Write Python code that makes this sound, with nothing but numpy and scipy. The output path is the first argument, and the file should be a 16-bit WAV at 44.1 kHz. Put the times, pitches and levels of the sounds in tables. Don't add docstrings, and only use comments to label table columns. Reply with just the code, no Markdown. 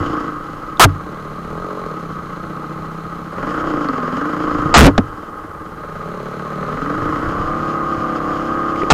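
import sys
import numpy as np
from scipy import signal
from scipy.io import wavfile
from scipy.ndimage import uniform_filter1d

SR = 44100
rng = np.random.default_rng(int(sys.argv[2]) if len(sys.argv) > 2 else 0)


def generate_wav(signal):
    frames = np.transpose(np.atleast_2d(signal))
    scaled = np.clip(frames, -1, 1) * 32767
    pcm = np.round(scaled).astype(np.int16)
    wavfile.write(sys.argv[1], SR, pcm)


def volts_from_decibels(level):
    exponent = np.asarray(level, float) / 20
    return 10 ** exponent


N = 393813
CLIP = .63


def rms_one(x):
    return x / np.sqrt(np.mean(x ** 2) + 1e-20)


def in_time(rows):
    s, level = np.transpose(rows)
    return np.interp(np.arange(N) / SR, s, level)


def flywheel(rows):
    return uniform_filter1d(in_time(rows), size=int(.12 * SR), mode="nearest")


def swells(rows, rest_db, rise_db_s, fall_db_s):
    t = np.arange(N) / SR
    levels = [rest_db + 0 * t]
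    for start, end, db in rows:
        levels.append(db - rise_db_s * np.maximum(start - t, 0) - fall_db_s * np.maximum(t - end, 0))
    return np.max(levels, axis=0)


def noise():
    return rng.standard_normal(N)


def drift(rate):
    knots = rng.standard_normal(int(N / SR * 60) + 2)
    return np.interp(np.arange(N) / SR * rate, np.arange(len(knots)), knots)


def butter(x, order, hz, kind="low"):
    return signal.sosfilt(signal.butter(order, hz, kind, fs=SR, output="sos"), x)


def resonator(hz, width):
    r = np.exp(-np.pi * width / SR)
    return np.array([1, 0, -1]) * (1 - r * r) / 2, [1, -2 * r * np.cos(2 * np.pi * hz / SR), r * r]


def resonate(x, peaks):
    out = np.zeros(N)
    for k, (hz, width, db) in enumerate(peaks):
        out += (-1) ** k * volts_from_decibels(db) * signal.lfilter(*resonator(hz, width), x + 1e-18)
    return out


def ring(s, db, hz, t60):
    out, first = np.zeros(N), int(s * SR)
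    t = np.arange(min(N - first, int(2 * t60 * SR))) / SR
    out[first:first + len(t)] = volts_from_decibels(db - 60 * t / t60) * np.sin(2 * np.pi * hz * t)
    return out


def firings(per_s, start, jitter_s, uneven_db):
    turns = start + np.cumsum(per_s) / SR
    at = np.flatnonzero(np.diff(np.floor(turns)))
    chance = rng.standard_normal((400, 2))[:len(at)]
    late = (jitter_s * SR * chance[:, 0]).astype(int)
    clicks = np.zeros(N)
    clicks[np.clip(at + late, 0, N - 1)] = volts_from_decibels(uneven_db * chance[:, 1])
    return clicks / np.sqrt(per_s), turns % 1


def puff(cycle, depth_db, share):
    return volts_from_decibels(depth_db * np.exp(-cycle / share))


# (delay [s], gain [ratio])
SILENCER_ECHOES = [(.0071, .7), (.0129, -.6), (.0203, .55)]


def silencer(clicks, revs):
    echoes = sum(gain * np.roll(clicks, int(lag * SR)) for lag, gain in SILENCER_ECHOES)
    return rms_one(clicks + (.3 + .7 * revs ** 3) * echoes)


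# (frequency [Hz], width [Hz], level [dB])
OWN_PIPE = [(175.4, 45, 11), (233.7, 12, 13.5), (450, 28, 11.5), (473, 210, 8), (632, 37, 9), (810, 89, -3),
            (1129, 46, 2), (1386, 100, 2.5), (2050, 1060, -15.5)]


def own_exhaust(pulses, gas, cycle, revs):
    exhaust = rms_one(butter(resonate(pulses + gas, OWN_PIPE), 2, 3500))
    return exhaust + volts_from_decibels(-11) * np.sin(4 * np.pi * cycle) * revs ** 3


# (multiple of the boom frequency [ratio], width [Hz], level [dB])
AIRBOX_NOTES = [(1, 20.4, 8.5), (1.5, 55, -5.5)]


def airbox_boom(drive, per_s, opened):
    sags_below = 26
    creep_hz = 1.84 * np.maximum(per_s - sags_below, 0)
    sag_hz = 12.9 * np.maximum(sags_below - per_s, 0) * opened
    boom_hz = 308.4 + creep_hz - sag_hz
    out = np.zeros(N)
    for multiple, width, db in AIRBOX_NOTES:
        state = np.zeros(2)
        for i in range(0, N, 512):
            tuned = resonator(multiple * boom_hz[i], width)
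            part, state = signal.lfilter(*tuned, drive[i:i + 512], zi=state)
            out[i:i + 512] += volts_from_decibels(db) * part
    return rms_one(signal.lfilter(*resonator(330, 300), out))


# (multiple of the firing rate [ratio], level [dB])
GEAR_TONES = [(15, -13), (19, -13), (22, -13), (23, -14), (31, -9), (33, -6), (35, -7), (36, 0), (37, -7),
              (46, -14)]


def gear_whine(cycle, song):
    tones = sum(volts_from_decibels(db) * np.sin(2 * np.pi * k * cycle + k * k) for k, db in GEAR_TONES)
    return volts_from_decibels(-25 + 1.5 * drift(20)) * song * tones


# (frequency [Hz], width [Hz], level [dB])
CLATTER = [(1071, 84.4, -2), (1257.3, 72, 2), (1578, 170, -13.5), (1996, 120, -20.5)]


def valve_clatter(swell):
    clatter = resonate(noise() * swell * volts_from_decibels(drift(45)), CLATTER)
    return rms_one(butter(clatter, 4, 960, "high"))


# (frequency [Hz], width [Hz], level [dB])
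GAS_HISS = [(2530, 1600, -0.5), (3095, 385, 8), (4220, 1100, -7.5), (5100, 820, -1.5), (6720, 520, -6.5)]


def gas_hiss(swell):
    return rms_one(resonate(noise() * swell * volts_from_decibels(2.3 * drift(30)), GAS_HISS))


# (frequency [Hz], width [Hz], level [dB])
CHAIN_RASP = [(1370, 195, 5), (1900, 560, -9)]


def chain_rasp(swell, per_s, revs):
    hard_pull = 14
    pull = np.clip(np.gradient(per_s) * SR / hard_pull, 0, 1) * revs ** 2
    return volts_from_decibels(-31) * pull * rms_one(resonate(noise() * swell, CHAIN_RASP))


# (time [s], firing rate [firings per s])
OWN_SPEED = [(0, 29.9), (.8, 18.1), (1.3, 15.5), (3.3, 14.3), (3.55, 30.6), (3.68, 32.2), (3.95, 20.4),
             (4.1, 20.6), (4.38, 28.8), (4.55, 26.4), (4.72, 29.4), (5.2, 19.3), (6.4, 15), (7.3, 32.2),
             (7.7, 34.5), (8.25, 32.9), (8.6, 34.2), (8.93, 34.2)]
# (time [s], level from full throttle [dB])
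OWN_LOAD = [(0, 1.5), (.28, -1.5), (.36, -5), (1.3, -7.5), (1.62, -6.5), (2, -6), (3.3, -7.5), (3.5, -.5),
            (3.75, 1.5), (3.95, -1), (4.65, 1.5), (4.98, -5), (5.5, -8.5), (6.5, -6), (7.1, 0.5), (7.6, 0),
            (8.3, 1.1), (8.93, 1)]
# (start [s], end [s], level [dB])
THROTTLE = [
    (0, .29, -31),
    (3.37, 4.85, -26.5),
    (5.8, 6.6, -35),
    (6.6, 6.9, -29.5),
    (6.9, 8.93, -28),
]


def own_bike():
    load_db, per_s = in_time(OWN_LOAD), flywheel(OWN_SPEED)
    revs = per_s / 34
    shut_db = -39.5
    exhaust_db = swells(THROTTLE, shut_db, rise_db_s=200, fall_db_s=200)
    opened = np.clip((exhaust_db - shut_db) / 6, 0, 1)
    boom_db = -23.5 + 2.21 * load_db
    clatter_db = -24 + 1.164 * load_db
    hiss_db = -46.5 + 1.3 * load_db
    song = volts_from_decibels(-3.5 * np.maximum(33 - per_s, 0))
    clicks, cycle = firings(per_s, start=.14, jitter_s=.00008, uneven_db=1.0)
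    pulses = silencer(clicks, revs)
    roughness = np.clip(1.9 - 1.95 * revs, .11, .9)
    gas = roughness * noise() * volts_from_decibels(-3) * puff(cycle, depth_db=7, share=.3)
    swell_db = np.clip(clatter_db + 36, 4, 12) * (1 - .87 * revs ** 2)
    swell = puff((cycle + .12) % 1, swell_db, share=.35)
    out = volts_from_decibels(exhaust_db) * own_exhaust(pulses, gas, cycle, revs)
    out += volts_from_decibels(boom_db - 3.5 * song) * airbox_boom(pulses + .6 * gas, per_s, opened)
    out += gear_whine(cycle, song)
    out += volts_from_decibels(clatter_db - 3 * song) * valve_clatter(swell)
    out += volts_from_decibels(hiss_db) * gas_hiss(swell)
    return out + chain_rasp(swell, per_s, revs)


# (time [s], firing rate [firings per s])
AHEAD_SPEED = [(0, 30.1), (.8, 30.2), (1.02, 36.4), (1.3, 38.2), (1.42, 32), (1.62, 46.2), (1.79, 47.2),
               (1.95, 35), (2.22, 28.2), (3.2, 34.2), (3.6, 30.4), (5.1, 37.2), (5.85, 24), (6.12, 35.4),
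               (6.9, 38.8), (7.6, 38.2), (8.93, 38.7)]
# (time [s], level [dB])
AHEAD_PRESENCE = [(0, 0.5), (.35, -2), (.8, -3.5), (1.0, .3), (1.7, 0), (2.2, 0.5), (3.3, 0), (3.6, -3.5),
                  (4.6, 0), (5.0, -12), (5.45, -14), (5.9, -2), (6.6, 3.5), (7.3, -2), (7.6, 1),
                  (8.93, -2.5)]
# (start [s], end [s], level [dB])
BLIPS = [
    (1.1, 1.3, -37.5),
    (1.6, 1.85, -30.5),
    (2.2, 3.2, -40),
    (6.1, 6.95, -32.5),
]
# (frequency [Hz], width [Hz], level [dB])
AHEAD_PIPE = [(106, 16, -29), (158.9, 16.5, -1), (250, 27, -12.5)]
# (frequency [Hz], width [Hz], level [dB])
AHEAD_BARK = [(422, 32.4, 1.5), (585, 89, -5.5), (1100, 120, -12.5)]
# (frequency [Hz], width [Hz], level [dB])
WHIRR = [(2090, 440, 3.5), (4170, 400, -0.5), (6300, 590, -8.5)]


def bike_ahead():
    near_db = in_time(AHEAD_PRESENCE)
    bark_db = swells(BLIPS, rest_db=-44, rise_db_s=39, fall_db_s=40)
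    clicks, cycle = firings(flywheel(AHEAD_SPEED), start=.96, jitter_s=.00012, uneven_db=1.0)
    low = rms_one(resonate(resonate(clicks, AHEAD_PIPE), [(184.5, 108, 0)]))
    bark = rms_one(resonate(clicks, AHEAD_BARK))
    whirr = rms_one(resonate(noise() * puff(cycle, depth_db=7.5, share=0.19), WHIRR))
    whirr_db = -51.5 + 0.72 * near_db + 0.18 * (bark_db - bark_db.mean())
    return volts_from_decibels(-33 + 1.6 * near_db) * low + volts_from_decibels(whirr_db) * whirr + volts_from_decibels(bark_db) * bark


# (time [s], length [s], scrape over clipping [dB], hollow knock [dB], mount ring [dB])
WHIPS = [
    (.796, .054, 30, 30, -3),
    (4.741, .065, 22, 22, -12),
    (4.806, .062, 8, 2, -5),
    (4.979, .008, 3, 2, -15),
    (8.903, .024, 9, 23, -22),
]
# (frequency [Hz], width [Hz], level [dB])
SCRAPE = [(344, 104, -1), (1222, 247, 15.5), (3500, 1000, -11)]
# (frequency [Hz], time to die by 60 dB [s], level [dB])
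MOUNT = [(43.3, 0.6, -17.5), (93.6, 0.29, 3), (147.6, 0.6, -11), (285, 0.16, 0.5)]


def twigs():
    t, out = np.arange(N) / SR, np.zeros(N)
    scrape = rms_one(butter(resonate(noise(), SCRAPE), 2, 5000))
    grip = np.repeat(rng.standard_normal(N // 160 + 1), 160)[:N]
    scrape = scrape * volts_from_decibels(5 * grip)
    hollow = rms_one(resonate(noise(), [(730, 130, 0)]))
    push = rms_one(butter(noise(), 2, [40, 300], "band"))
    for s, length, scrape_db, hollow_db, ring_db in WHIPS:
        span = slice(int(s * SR), int((s + .3) * SR))
        gone = np.clip((t[span] - s) / length, 0, 1)
        after = np.clip(t[span] - s - length, 0, 1)
        out[span] += volts_from_decibels(scrape_db - 11 * gone - 8000 * after) * scrape[span]
        out[span] += volts_from_decibels(hollow_db - 30 * gone - 2000 * after) * hollow[span]
        push_db = 31 - .7 * max(scrape_db, hollow_db) - 1030 * after
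        out[span] += np.sqrt(gone) * (length / .06) ** 1.5 * volts_from_decibels(push_db) * push[span]
        out += sum(ring(s + length, ring_db + db, hz, t60) for hz, t60, db in MOUNT)
    return CLIP * out


# (time [s], peak level [dB], frequency [Hz])
TAPS = [(0.1894, -46, 2680), (0.7723, -27, 3630), (3.887, -25, 4340), (4.033, -54, 3150),
        (4.9044, -40, 2820), (8.761, -21, 2100), (8.82, -15, 1970), (8.8344, -20, 2370)]
# (time [s], peak level [dB], frequency [Hz])
JOLTS = [(0.008, -13, 97), (4.657, -7, 150), (7.019, -16, 110), (7.278, -16, 111), (7.398, -18, 100),
         (7.98, -19, 115), (8.816, -11, 330), (8.833, -3, 400), (4.9, -7, 270), (5.0, -9, 230)]


def bumps():
    taps = sum(ring(s, db, hz, 0.0099) for s, db, hz in TAPS)
    return taps + sum(ring(s, db - 2, hz, 12 / hz) for s, db, hz in JOLTS)


# (start [s], end [s], level [dB])
GUSTS = [
    (0, .05, -29.5),
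    (3.65, 3.8, -38.5),
    (4.75, 4.9, -25),
    (6.8, 7.45, -35),
    (8.7, 8.93, -39.5),
]


def wind():
    rumble = rms_one(butter(noise(), 2, [60, 140], "band"))
    buffet = rms_one(butter(noise(), 2, [15, 38], "band"))
    gust_db = swells(GUSTS, rest_db=-42, rise_db_s=48, fall_db_s=55)
    return volts_from_decibels(gust_db + 2.9 * drift(8.1)) * (rumble + volts_from_decibels(-1.5) * buffet)


# (frequency [Hz], width [Hz], level [dB])
TYRES = [(173, 67, -36), (318, 20.4, 2.5), (483, 510, -15.5), (840, 82, -5)]


def tyres():
    return volts_from_decibels(-40 + 2 * drift(8)) * rms_one(resonate(noise(), TYRES))


def scene():
    return (own_bike() + bike_ahead() + twigs() + bumps() + wind() + tyres())[None]


# (start [s], end [s])
DULL_MOMENTS = [
    (4.7, 4.775),
    (4.95, 5.02),
    (8.88, 8.922),
]


def overload(dry):
    clipped = dry / (1 + np.abs(dry / CLIP) ** 8) ** (1 / 8)
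    dull = signal.sosfiltfilt(signal.butter(8, 8600, fs=SR, output="sos"), clipped)
    t = np.arange(N) / SR
    return np.where(sum((t > start) & (t < end) for start, end in DULL_MOMENTS), dull, clipped)


def top_cut(x):
    return signal.sosfilt(signal.butter(12, 15970, fs=SR, output="sos"), x)


def record(dry):
    hiss = volts_from_decibels(-57) * noise()
    mix = butter(overload(dry) + hiss, 4, 14500)
    return top_cut(mix)


dry = scene()
out = record(dry)
generate_wav(out)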